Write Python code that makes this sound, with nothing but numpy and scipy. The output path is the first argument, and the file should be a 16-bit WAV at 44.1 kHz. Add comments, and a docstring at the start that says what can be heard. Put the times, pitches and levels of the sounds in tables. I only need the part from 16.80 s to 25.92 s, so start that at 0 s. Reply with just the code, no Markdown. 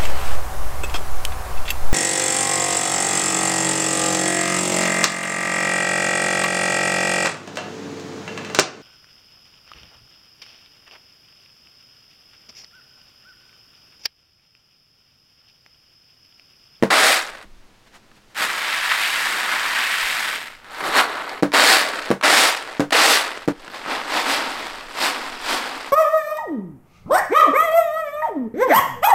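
"""A double thump of a woven bamboo tray opens the scene, then tossed beans and grains crash down and roll out.
They are winnowed close by over an earthen floor. Later a hand stirs the heap, the tray is tossed again,
and it is shaken to and fro. Thumps are ringing modes of the tray with noise from its loose weave.
Moving grains are random clicks that ring bamboo strips, plus short bean-on-bean ticks,
with level, treble and bass that change as they move. Still air, a deep rumble and a sleeve lie behind."""
import sys
import numpy as np
from scipy import signal
from scipy.fft import rfft, irfft, next_fast_len
from scipy.io import wavfile

SR = 44100
rng = np.random.default_rng(int(sys.argv[2]) if len(sys.argv) > 2 else 0)


def transcribe(u):
    """Save the signal u as a 16-bit wav file named by the first command-line argument.

    u: samples, shape (n,) or (channels, n), limited to [-1, 1]; the rate is SR.
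    q: integer samples, one column per channel.
    """
    v = np.clip(np.atleast_2d(u).T, -1, 1)
    q = np.round(v * 32767).astype(np.int16)
    wavfile.write(sys.argv[1], SR, q)


N = 402191
TIME = np.arange(N) / SR
TAPS = 4096  # filter length in samples


def amp(db):
    """Turn dB into a plain multiplier."""
    return 10 ** (np.asarray(db) / 20)


def evened(x):
    """Scale a sound to an rms of 1."""
    return x / np.sqrt(np.mean(x ** 2) + 1e-20)


def read(points, hz):
    """A spectrum in dB, joined by straight lines over log frequency."""
    f, db = np.transpose(points)
    return np.interp(np.log(hz + 1), np.log(f + 1), db)


def add(mix, s, sound):
    """Lay a sound into the mix, starting at s seconds."""
    part = mix[max(round(s * SR), 0):][:len(sound)]
    part += sound[:len(part)]


def coloured(x, colour):
    """Causal filter with the given spectrum: clicks keep their sharp fronts."""
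    hz = np.fft.rfftfreq(TAPS, 1 / SR)
    cepstrum = irfft(np.log(amp(read(colour, hz))))
    # folding the cepstrum makes the filter respond as early as it can
    cepstrum[1:TAPS // 2] *= 2
    cepstrum[TAPS // 2 + 1:] = 0
    response = irfft(np.exp(rfft(cepstrum)))
    return signal.oaconvolve(x, response)[:len(x)]


def noise(colour):
    """Steady noise of rms 1 with the given spectrum."""
    size = next_fast_len(N, True)
    gain = amp(read(colour, np.fft.rfftfreq(size, 1 / SR)))
    spectrum = rfft(rng.standard_normal(size)) * gain
    return evened(irfft(spectrum, size)[:N])


def bell(t, s, width_s):
    """A smooth bump of height 1 around a moment."""
    return np.exp(-((t - s) / width_s) ** 2)


def swell_db(t, s, rise_s, fall_s):
    """A rounded peak of 0 dB with exponential flanks."""
    distance = (t - s) / np.where(t < s, rise_s, fall_s)
    return 20 * np.log10(np.e) * (1 - np.hypot(1, distance * np.sqrt(2)))


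# Colour of the still air. Each row: frequency in Hz, relative level in dB per Hz.
AIR_COLOUR = [(29, -38), (50, -14), (122, -6), (163, -16), (198, -3.5), (223, -8), (746, -15), (1050, -15),
              (4900, -22.5), (16000, -40)]
# The deep rumble swells now and then. Each row: peak time in seconds, level in dB, rise and fall in seconds.
RUMBLE_SWELLS = [(.49, -49, .06, .08), (.66, -39, .008, .04), (.78, -41.5, .08, .08), (3.24, -46, .03, .06),
                 (4.1, -54, .12, .12), (6.82, -48, .05, .06), (7.13, -49, .06, .07), (7.95, -46, .3, .15),
                 (8.6, -44, .17, .17)]
# Colour of the rumble. Each row: frequency in Hz, relative level in dB per Hz.
RUMBLE_COLOUR = [(8, -4.5), (18, 0), (35, -14), (60, -20), (120, -42), (400, -88)]
# A sleeve rustles. Each row: middle in seconds, level in dB, half length in seconds.
SLEEVE_RUSTLES = [(1.075, -54, .012), (1.157, -46.5, .024), (1.37, -55, .025), (1.52, -56, .03)]
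# Colour of the sleeve. Each row: frequency in Hz, relative level in dB per Hz.
SLEEVE_COLOUR = [(290, -47), (500, -6), (1950, -3), (2390, -9), (2610, -6), (6800, -16), (16000, -31)]


def background():
    """Still air, a deep swelling rumble and the rustle of a sleeve are three coloured noises."""
    air_db, rumble_db = -55.2, -57.5  # the rumble's level is the one between swells
    air = amp(air_db) * noise(AIR_COLOUR)
    swell_power = sum(amp(db + swell_db(TIME, s, rise_s, fall_s)) ** 2
                      for s, db, rise_s, fall_s in RUMBLE_SWELLS)
    rumble = noise(RUMBLE_COLOUR) * np.sqrt(amp(rumble_db) ** 2 + swell_power)
    rustle = sum(amp(db) * bell(TIME, s, half_s) for s, db, half_s in SLEEVE_RUSTLES)
    return air + rumble + noise(SLEEVE_COLOUR) * rustle


# Ways the tray rings. Each row: pitch in Hz, level in dB before favouring, seconds to fade by 60 dB.
TRAY_MODES = [(98, -44, .25), (140.5, -33.5, 0.225), (195, -24.5, .16), (237, -25, .08), (291, -21, .16),
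              (334, -21, 0.063), (298, -10.5, 0.017), (455, -14.5, .065), (533, -19, 0.052),
              (645, -20.5, .11), (760, -29, 0.094), (1146, -23, .08)]


def tray_ring(t, favoured_hz=290, favour_db=6.5):
    """The modes of the tray after a unit blow; the spot that is struck favours those near one pitch."""
    hz, db, t60 = np.transpose(TRAY_MODES)[:, :, None]
    octaves_away = np.log2(hz / favoured_hz)
    db = db + favour_db * np.exp(-(octaves_away / 0.23) ** 2)
    return np.sum(amp(db - 60 * t / t60) * np.cos(2 * np.pi * hz * t), axis=0)


# Colour of the weave as it shudders. Each row: frequency in Hz, relative level in dB per Hz.
SHUDDER_COLOUR = [(40, -19), (120, -10), (300, 0), (520, 3), (850, -4), (1600, -4.5), (2500, -15),
                  (5000, -22), (9000, -29), (16000, -40)]


def blow(push_s, shudder_db, shudder_t60, crack, favoured_hz=290):
    """A short push rings the tray; its loose weave cracks and shudders."""
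    t = TIME[:2 * TAPS]
    push = t * np.exp(-t / push_s)
    body = signal.oaconvolve(tray_ring(t, favoured_hz), push / push.sum())[:len(t)]
    # an open tray radiates little deep bass
    body = coloured(body, [(30, -20), (95, -10), (190, 0)])
    weave = evened(coloured(rng.standard_normal(len(t)), SHUDDER_COLOUR))
    fading = amp(-60 * t / shudder_t60) + crack * np.exp(-t / .0016)
    return body + amp(shudder_db) * weave * fading


# The tray is jolted, then its floor snaps back. Each row: jolt in seconds, its strength in dB before a trim,
# the Hz it favours, snap in seconds, its strength in dB before a trim, the Hz it favours,
# time scale of the snap's push in seconds, length of the whole thump in seconds.
THUMPS = [(0.0253, 1.8, 204, .0342, 2.8, 450, 0.00029, .16),
          (4.625, -.5, 240, 4.6316, -1.5, 320, 0.00016, .16),
          (5.3042, .5, 195, 5.313, -3.2, 540, 0.00013, .16),
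          (5.9966, -1, 254, 6.0041, -3.2, 540, 0.00013, .16),
          (6.6771, -4, 267, 6.6837, -3.5, 337, 0.00018, .05)]


def thump(jolt_s, jolt_db, jolt_hz, snap_s, snap_db, snap_hz, push_s, length_s):
    """A soft jolt and, a few milliseconds later, the sharper snap of the tray's floor."""
    x = amp(jolt_db + 3.2) * blow(
        push_s=.0003, shudder_db=-30, shudder_t60=0.15, crack=4.2, favoured_hz=jolt_hz)
    sharp_db = -20 * np.log10(push_s / 0.00017)  # a slower push shakes the weave less
    snap = blow(push_s, shudder_db=sharp_db - 20.5, shudder_t60=0.17, crack=2.6, favoured_hz=snap_hz)
    add(x, snap_s - jolt_s, amp(snap_db + 1.5) * snap)
    # a near wall sends the low body of the thump back and prolongs it
    wall = coloured(x, [(400, -1), (1500, -9), (5000, -22)])
    add(x, .0205, amp(-14.5) * wall)
    return jolt_s, x * np.clip((length_s - TIME[:len(x)]) / .003, 0, 1)


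def contact(ring_s, ring, size=700):
    """One grain strikes: a click, then the brief ring of the strip of bamboo under it. Energy 1."""
    tail = rng.standard_normal(size) * np.exp(-np.arange(size) / SR / ring_s)
    hit = ring * tail / np.linalg.norm(tail)
    hit[0] += rng.choice([-1, 1])
    return hit / np.linalg.norm(hit)


def tick(hz, ring_s, size=300):
    """Two beans knock together: a few cycles at the given pitch. Energy 1."""
    t = TIME[:size]
    x = np.cos(2 * np.pi * hz * t) * np.exp(-t / ring_s)
    return x / np.linalg.norm(x)


def impacts(per_s, spread_db):
    """Random kicks of uneven size at a changing rate; rarer kicks are larger, and the rms is 1."""
    luck, weight, side = rng.random((3, N))[:, :len(per_s)]
    chance = np.clip(per_s / SR, 1e-4, 1)
    size = amp(spread_db * np.minimum(-np.log(1 - weight), 3.2))
    return evened(size * np.sign(side - .5) * (luck < chance) / np.sqrt(chance))


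def patter(level_db, per_s, crowding, ticks_db, count=24):
    """Livelier grains hit bamboo strips more often; as they calm, bright bean-on-bean ticks stand out."""
    n = len(level_db)
    lively_db = np.clip(level_db - level_db.mean(), -9, 12)
    strip = rng.integers(0, count, N)[:n]
    hits = impacts(per_s * amp(crowding * lively_db), spread_db=4.0)
    # a few large beans keep bouncing, 60 a second, and are masked while the heap is lively
    bounces = impacts(np.full(n, 60), spread_db=3.0)
    hits = hits + amp(-11.5 - .5 * lively_db) * bounces
    weave = evened(sum(signal.oaconvolve(hits * (strip == k), contact(ring_s=.0012, ring=1.2))[:n]
                       for k in range(count)))
    clicks = impacts(520 * amp(.7 * lively_db), spread_db=4.0) * amp(ticks_db - 0.19 * lively_db)
    ticks = 0
    for k, hz in enumerate(np.geomspace(2200, 14500, count)):
        knocks = signal.oaconvolve(clicks * (strip == k), tick(hz, ring_s=.00035))[:n]
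        ticks = ticks + knocks * np.sqrt(hz / 7000)
    return weave + ticks


def together(parts):
    """Groups of grains (level dB, treble dB, bass dB) add in power; each brings its treble and bass."""
    power = [amp(2 * np.maximum(level, -120)) for level, _, _ in parts]
    total = sum(power)
    treble, bass = (sum(p * amp(2 * part[k]) for p, part in zip(power, parts)) / total for k in (1, 2))
    return 10 * np.log10([total, treble, bass])


def clumps(t, level_db, every_s, uneven_db):
    """Grains move in small random clumps, which stand out most when few are moving."""
    at = np.arange(t[0], t[-1] + every_s, every_s)
    thin = np.clip((level_db.max() - level_db) / 15, .5, 1.5)
    return uneven_db * thin * np.interp(t, at, rng.standard_normal(TAPS)[:len(at)])


def band_db(x, band):
    """Rms level of x in dB within a band."""
    hz = np.fft.rfftfreq(len(x), 1 / SR)
    inside = (hz > band[0]) & (hz < band[1])
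    power = 2 * np.sum(abs(rfft(x)[inside]) ** 2) / len(x) ** 2
    return 10 * np.log10(power + 1e-20)


# Three bands for comparing levels. Each: lowest and highest frequency in Hz.
MIDDLE = (700, 3000)
TREBLE = (6000, 15500)
BASS = (180, 600)


def grains(t, parts, colour, per_s, crowding, ticks_db, drumming, trim_db):
    """Groups of moving grains: fast contacts are brighter, and falling ones drum on the tray."""
    level_db, treble_db, bass_db = together(parts)
    x = patter(level_db, per_s, crowding, ticks_db)
    ring = tray_ring(TIME[:2 * TAPS], favour_db=1.5)
    drum = signal.oaconvolve(x, ring / abs(rfft(ring)).max())[:len(x)]
    x = coloured(x + drumming * drum, colour)
    x = x / amp(band_db(x, MIDDLE))
    hz, at, z = signal.stft(x, SR, nperseg=256)
    hard_db = np.interp(t[0] + at, t, treble_db) - band_db(x, TREBLE)
    drum_db = np.interp(t[0] + at, t, bass_db) - band_db(x, BASS)
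    # hardness tilts everything above the middle; drumming shifts the low end
    treble = read([(1500, 0), (4000, 0.56), (7000, 0.91), (15000, 1.2)], hz)[:, None]
    bass = read([(400, 1), (900, 0.014)], hz)[:, None]
    z = z * amp(treble * hard_db + bass * drum_db)
    x = signal.istft(z, SR, nperseg=256)[1][:len(t)]
    fade = np.clip((t[-1] - t) / .015, 0, 1)
    uneven_db = clumps(t, level_db, every_s=.012, uneven_db=.8)
    return t[0], x * amp(level_db + trim_db + uneven_db) * fade


# Colour of landing grains and hard beans. Each row: frequency in Hz, starting relative level in dB per Hz.
LANDING_COLOUR = [(90, -39), (165, -24.5), (255, -11.5), (500, -4), (640, 0), (850, -.8), (1400, 0.9),
                  (1950, 0.5), (2500, -3.5), (4700, -5.5), (6300, -13), (8100, -11), (12300, -19.5),
                  (16000, -27)]
# The tossed heap lands. Each row: start in seconds, level in dB before a small trim, seconds until it stops,
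# level of the roll-out in dB before the same trim, how fast the roll-out fades in dB per second.
LANDINGS = [(.107, -14.2, .535, -42.5, 12), (4.738, -14, .56, -25, 31), (5.438, -13.9, .55, -31.5, 36),
            (6.126, -14.2, .535, -29.5, 63)]


def landing(s, db, length_s, roll_db, roll_db_per_s):
    """The heap pours down on the tray, dies away quickly, and leaves a few grains rolling."""
    attack_s, hold_s, sag_db_per_s, fall_db_per_s = .006, .238, 7, 140
    roll_out_s = .33  # the rolling is loudest here
    t = np.arange(-attack_s, length_s + .01, 1 / SR)
    attack_db = 20 * np.log10(np.clip(1 + t / attack_s, 1e-3, 1))
    fall_db = fall_db_per_s * .02 * np.logaddexp(0, (t - hold_s) / .02)  # a softened corner
    pour_db = db + attack_db - sag_db_per_s * t - fall_db
    # the pouring heap hits hardest in mid-fall
    pour_treble_db = -16.5 + 10 * bell(t, .187, width_s=.155)
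    # the gathered heap briefly damps the tray
    pour_bass_db = -11 - 6 * bell(t, .3, width_s=.07)
    rolling_db = roll_db + attack_db - roll_db_per_s * abs(t - roll_out_s)
    # rolling grains are dull and drum on the weave
    parts = [(pour_db, pour_treble_db, pour_bass_db), (rolling_db, -17.8, -8.5)]
    return grains(s + t, parts, LANDING_COLOUR, per_s=5000, crowding=.65, ticks_db=-7,
                  drumming=.6, trim_db=.3)


# Single beans strike the weave hard.
# Each row: start in seconds, peak in dB before a fixed cut, treble against the middle in dB.
BEANS = [(.502, -22, -6), (.573, -27, -15), (.627, -28, -10), (1.617, -9, -14), (1.786, -14, -18),
         (3.681, -20, -20), (3.701, -26, -18), (1.315, -36, -22), (3.731, -27, -22), (3.845, -25, -18),
         (3.865, -31, -20), (4.005, -15, -15), (4.355, -14, -20), (4.494, -17, -14), (4.719, -10.5, -19),
         (4.729, -10, -16), (5.089, -9, -5), (5.412, -11.5, -20), (5.427, -8, -21), (6.107, -10, -12),
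         (6.1285, -2, -19), (6.879, -20, -24), (7.061, -12.5, -26), (7.868, -17, -12), (7.899, -18, -13)]


def bean(s, peak_db, treble_db):
    """One large bean hits the weave and chatters for a few milliseconds."""
    x = coloured(contact(ring_s=0.0032, ring=3.0, size=1400), LANDING_COLOUR)
    hard_db = treble_db - band_db(x, TREBLE) + band_db(x, MIDDLE)
    x = coloured(x, [(2000, 0), (8000, hard_db)])
    return s, amp(peak_db - 4.5) * x / abs(x).max()


# Fingers and heap bump the tray lightly, and a low bump sounds at 0.644 s. Each row: start in seconds, strength
# of the blow in dB.
KNOCKS = [(.644, -30), (1.07, -45), (1.315, -41), (1.607, -22), (3.845, -35), (4.028, -20), (6.879, -23),
          (7.061, -19)]


def knock(s, db):
    """A light bump is a slower push with a short shudder of the weave."""
    bump = blow(push_s=0.00043, shudder_db=-20, shudder_t60=.06, crack=2.5, favoured_hz=195)
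    return s, amp(db) * bump


# The scrape rises and falls as the fingers plough deep or shallow. Each row: time in seconds, centre in Hz.
SCRAPE = [(1.58, 1780), (1.74, 1500), (1.92, 1940), (2.15, 1680), (2.24, 2080), (2.6, 1480), (3.31, 2020),
          (3.35, 1680), (3.6, 1880)]


def ploughed(s, x, lift_db, octaves):
    """The hand shifts a broad resonance of the heap up and down."""
    hz, at, z = signal.stft(x, SR, nperseg=512)
    centre = np.interp(s + at, *np.transpose(SCRAPE))
    hump = np.exp(-(np.log2((hz[:, None] + 1) / centre) / octaves) ** 2)
    moving = hump - hump.mean(1, keepdims=True)  # keeps the average colour
    return s, signal.istft(z * amp(lift_db * moving), SR, nperseg=512)[1][:len(x)]


def circling(t, mean, swing, top_s):
    """A quantity that swings once with every circle of the hand, 0.98 s long."""
    return mean + swing * np.cos(2 * np.pi * (t - top_s) / .98)


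# Colour of stirred grains. Each row: frequency in Hz, starting relative level in dB per Hz.
STIRRING_COLOUR = [(90, -42), (150, -23.5), (260, -18.5), (440, -17.5), (720, -8.5), (1100, -3),
                   (1850, 0.5), (3000, -5.5), (4600, -11), (6400, -19.5), (8100, -16.5), (9800, -22.5),
                   (12300, -23), (16000, -33)]
# Pressure, treble and bass swing once a circle. Each: mean in dB, swing in dB, time of a maximum in seconds.
STIR_PRESSURE = (0, 1.3, 2.12)
STIR_TREBLE = (-12.3, 1.5, 2.38)
STIR_BASS = (-21.6, 3.6, 2.6)
# The fingers shove a clump of grains. Each row: peak in seconds, level in dB before a small trim,
# half length in seconds, treble in dB, bass in dB.
SHOVES = [(1.628, -23.2, .04, -10, -16.5), (2.119, -17, .009, -19, -28), (2.477, -23.5, .022, -16, -21),
          (2.755, -23, .07, -17, -24), (2.995, -22, .04, -18, -23)]


def stirring():
    """The hand dips into the heap, circles twice and lifts out; the grains settle."""
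    start_s, end_s, attack_s, fall_db_per_s = 1.546, 3.55, .065, 108
    t = np.arange(start_s, end_s + .32, 1 / SR)
    attack_db = 20 * np.log10(np.clip((t - start_s) / attack_s, 1e-3, 1))
    # the hand presses less at the start and the end
    arch_db = -1.6 * np.interp(t, [start_s, end_s], [-1, 1]) ** 2
    fall_db = fall_db_per_s * np.maximum(t - end_s, 0)
    level_db = -23 + attack_db + arch_db + circling(t, *STIR_PRESSURE) - fall_db
    parts = [(level_db, circling(t, *STIR_TREBLE), circling(t, *STIR_BASS))]
    for s, db, half_s, treble_db, bass_db in SHOVES:
        parts.append((db + swell_db(t, s, half_s, half_s), treble_db, bass_db))
    stirred = grains(t, parts, STIRRING_COLOUR, per_s=5500, crowding=.7, ticks_db=-9.5,
                     drumming=.4, trim_db=-0.2)
    return ploughed(*stirred, lift_db=6.8, octaves=.8)


def shaken(shakes, roll_db_per_s, roll_treble_db, roll_bass_db):
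    """Each shake is a swish of sliding grains and a slowly fading roll; returns times and groups."""
    stop_s = .025  # the roll dies this fast when the tray stops
    t = np.arange(shakes[0][0] - 3 * shakes[0][2], shakes[-1][0] + shakes[-1][-1] + stop_s, 1 / SR)
    parts = []
    for s, db, rise_s, fall_s, treble_db, bass_db, roll_db, roll_s in shakes:
        swish_db = swell_db(t, s, rise_s, fall_s)
        # a swish is hardest at its peak and dulls as it falls
        hard_db = 1.4 + .3 * np.maximum(swish_db, -20)
        parts.append((db + swish_db, treble_db + hard_db, bass_db))
        edges_db = swell_db(t, np.clip(t, s, s + roll_s - stop_s), rise_s, stop_s)
        rolling_db = roll_db + edges_db - roll_db_per_s * np.maximum(t - s, 0)
        parts.append((rolling_db, roll_treble_db, roll_bass_db))
    return t, parts


# Colour of shaken grains. Each row: frequency in Hz, starting relative level in dB per Hz.
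SHAKING_COLOUR = [(100, -30), (170, -19.5), (260, -11), (430, -5.5), (700, -2.5), (1300, -1), (2000, -4),
                  (2700, -9), (4200, -11), (6200, -22), (8100, -19.5), (9500, -24.5), (12500, -25),
                  (16000, -34)]
# Each shake slides the heap, which then rolls on. Each row: peak in seconds, level in dB before a small trim,
# rise and fall in seconds, treble in dB before the swish hardens it, bass in dB,
# starting level of the roll in dB before the same trim, seconds that it rolls.
SHAKES = [(4.016, -31.4, 0.088, 0.012, -15.9, -15.2, -43.3, 0.1),
          (4.077, -23.5, 0.049, 0.035, -15.4, -6.8, -36.3, 0.1),
          (4.186, -12.8, 0.042, 0.041, -15.3, -14.2, -25.7, 0.41)]
# How the grains roll after a shake: fading in dB per second, treble in dB, bass in dB.
SHAKE_ROLL = (17, -21.5, -10)


def shaking():
    """Shakes of the tray slide the heap with a swish and leave it rolling."""
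    return grains(*shaken(SHAKES, *SHAKE_ROLL), SHAKING_COLOUR, per_s=6000, crowding=.55,
                  ticks_db=-5.5, drumming=.7, trim_db=0.3)


# Colour of sifted grains. Each row: frequency in Hz, starting relative level in dB per Hz.
SIFTING_COLOUR = [(100, -31), (170, -18.5), (260, -4), (400, -6), (700, -1.5), (1400, 0), (2500, -5.5),
                  (3500, -7.5), (4800, -9.5), (6300, -18), (8000, -15.5), (9800, -22), (12500, -24),
                  (16000, -35)]
# Gentler shakes with the tray held out over a bowl. Each row: peak in seconds, level in dB,
# rise and fall in seconds, treble in dB before the swish hardens it, bass in dB,
# starting level of the roll in dB, seconds that it rolls.
SIFTS = [(6.885, -45.0, 0.117, 0.053, -17.9, -3.8, -46.3, 0.16),
         (6.956, -34.8, 0.027, 0.028, -16.7, -10.6, -37.3, 0.16),
         (7.124, -25.0, 0.053, 0.109, -19.6, -9.2, -35.8, 0.2),
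         (7.374, -20.8, 0.067, 0.07, -15.1, -10.7, -32.8, 0.19),
         (7.513, -22.5, 0.047, 0.067, -9.8, -12.3, -22.7, 0.69),
         (8.247, -21.1, 0.052, 0.057, -9.2, -12.8, -25.7, 0.34),
         (8.734, -23.9, 0.078, 0.064, -10.8, -12.2, -26.0, 0.38)]
# How the grains roll after a gentler shake: fading in dB per second, treble in dB, bass in dB.
SIFT_ROLL = (28, -15.8, -9.8)


def sifting():
    """Gentler shakes slide the grains with less drumming on the tray."""
    return grains(*shaken(SIFTS, *SIFT_ROLL), SIFTING_COLOUR, per_s=6000, crowding=.55,
                  ticks_db=-6.5, drumming=0.25, trim_db=0)


def room(x, wet_db, t60):
    """A faint, short echo from the floor and walls: sparse random reflections that fade."""
    t = TIME[:3 * TAPS]
    sparse = (rng.random(len(t)) < .05) * (t > .004)
    tail = rng.standard_normal(len(t)) * sparse * amp(-60 * t / t60)
    return x + amp(wet_db) * signal.oaconvolve(x, tail / np.linalg.norm(tail))[:N]


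def scene():
    """Tossing, stirring and shaking on one tray, in a small quiet room."""
    mix = np.zeros(N)
    for row in THUMPS:
        add(mix, *thump(*row))
    for row in LANDINGS:
        add(mix, *landing(*row))
    for row in BEANS:
        add(mix, *bean(*row))
    for row in KNOCKS:
        add(mix, *knock(*row))
    add(mix, *stirring())
    add(mix, *shaking())
    add(mix, *sifting())
    return (room(mix, wet_db=-14.5, t60=.19) + background())[None]


def record(dry):
    """The loudest peaks are rounded off; then the highest treble is cut."""
    ceiling, edge_hz = .9, 15950
    rounded = dry / (1 + (dry / ceiling) ** 6) ** (1 / 6)
    low_pass = signal.firwin(511, edge_hz, window=("kaiser", 9), fs=SR)
    return signal.oaconvolve(rounded, low_pass[None], "same")


dry = scene()
out = record(dry)
transcribe(out)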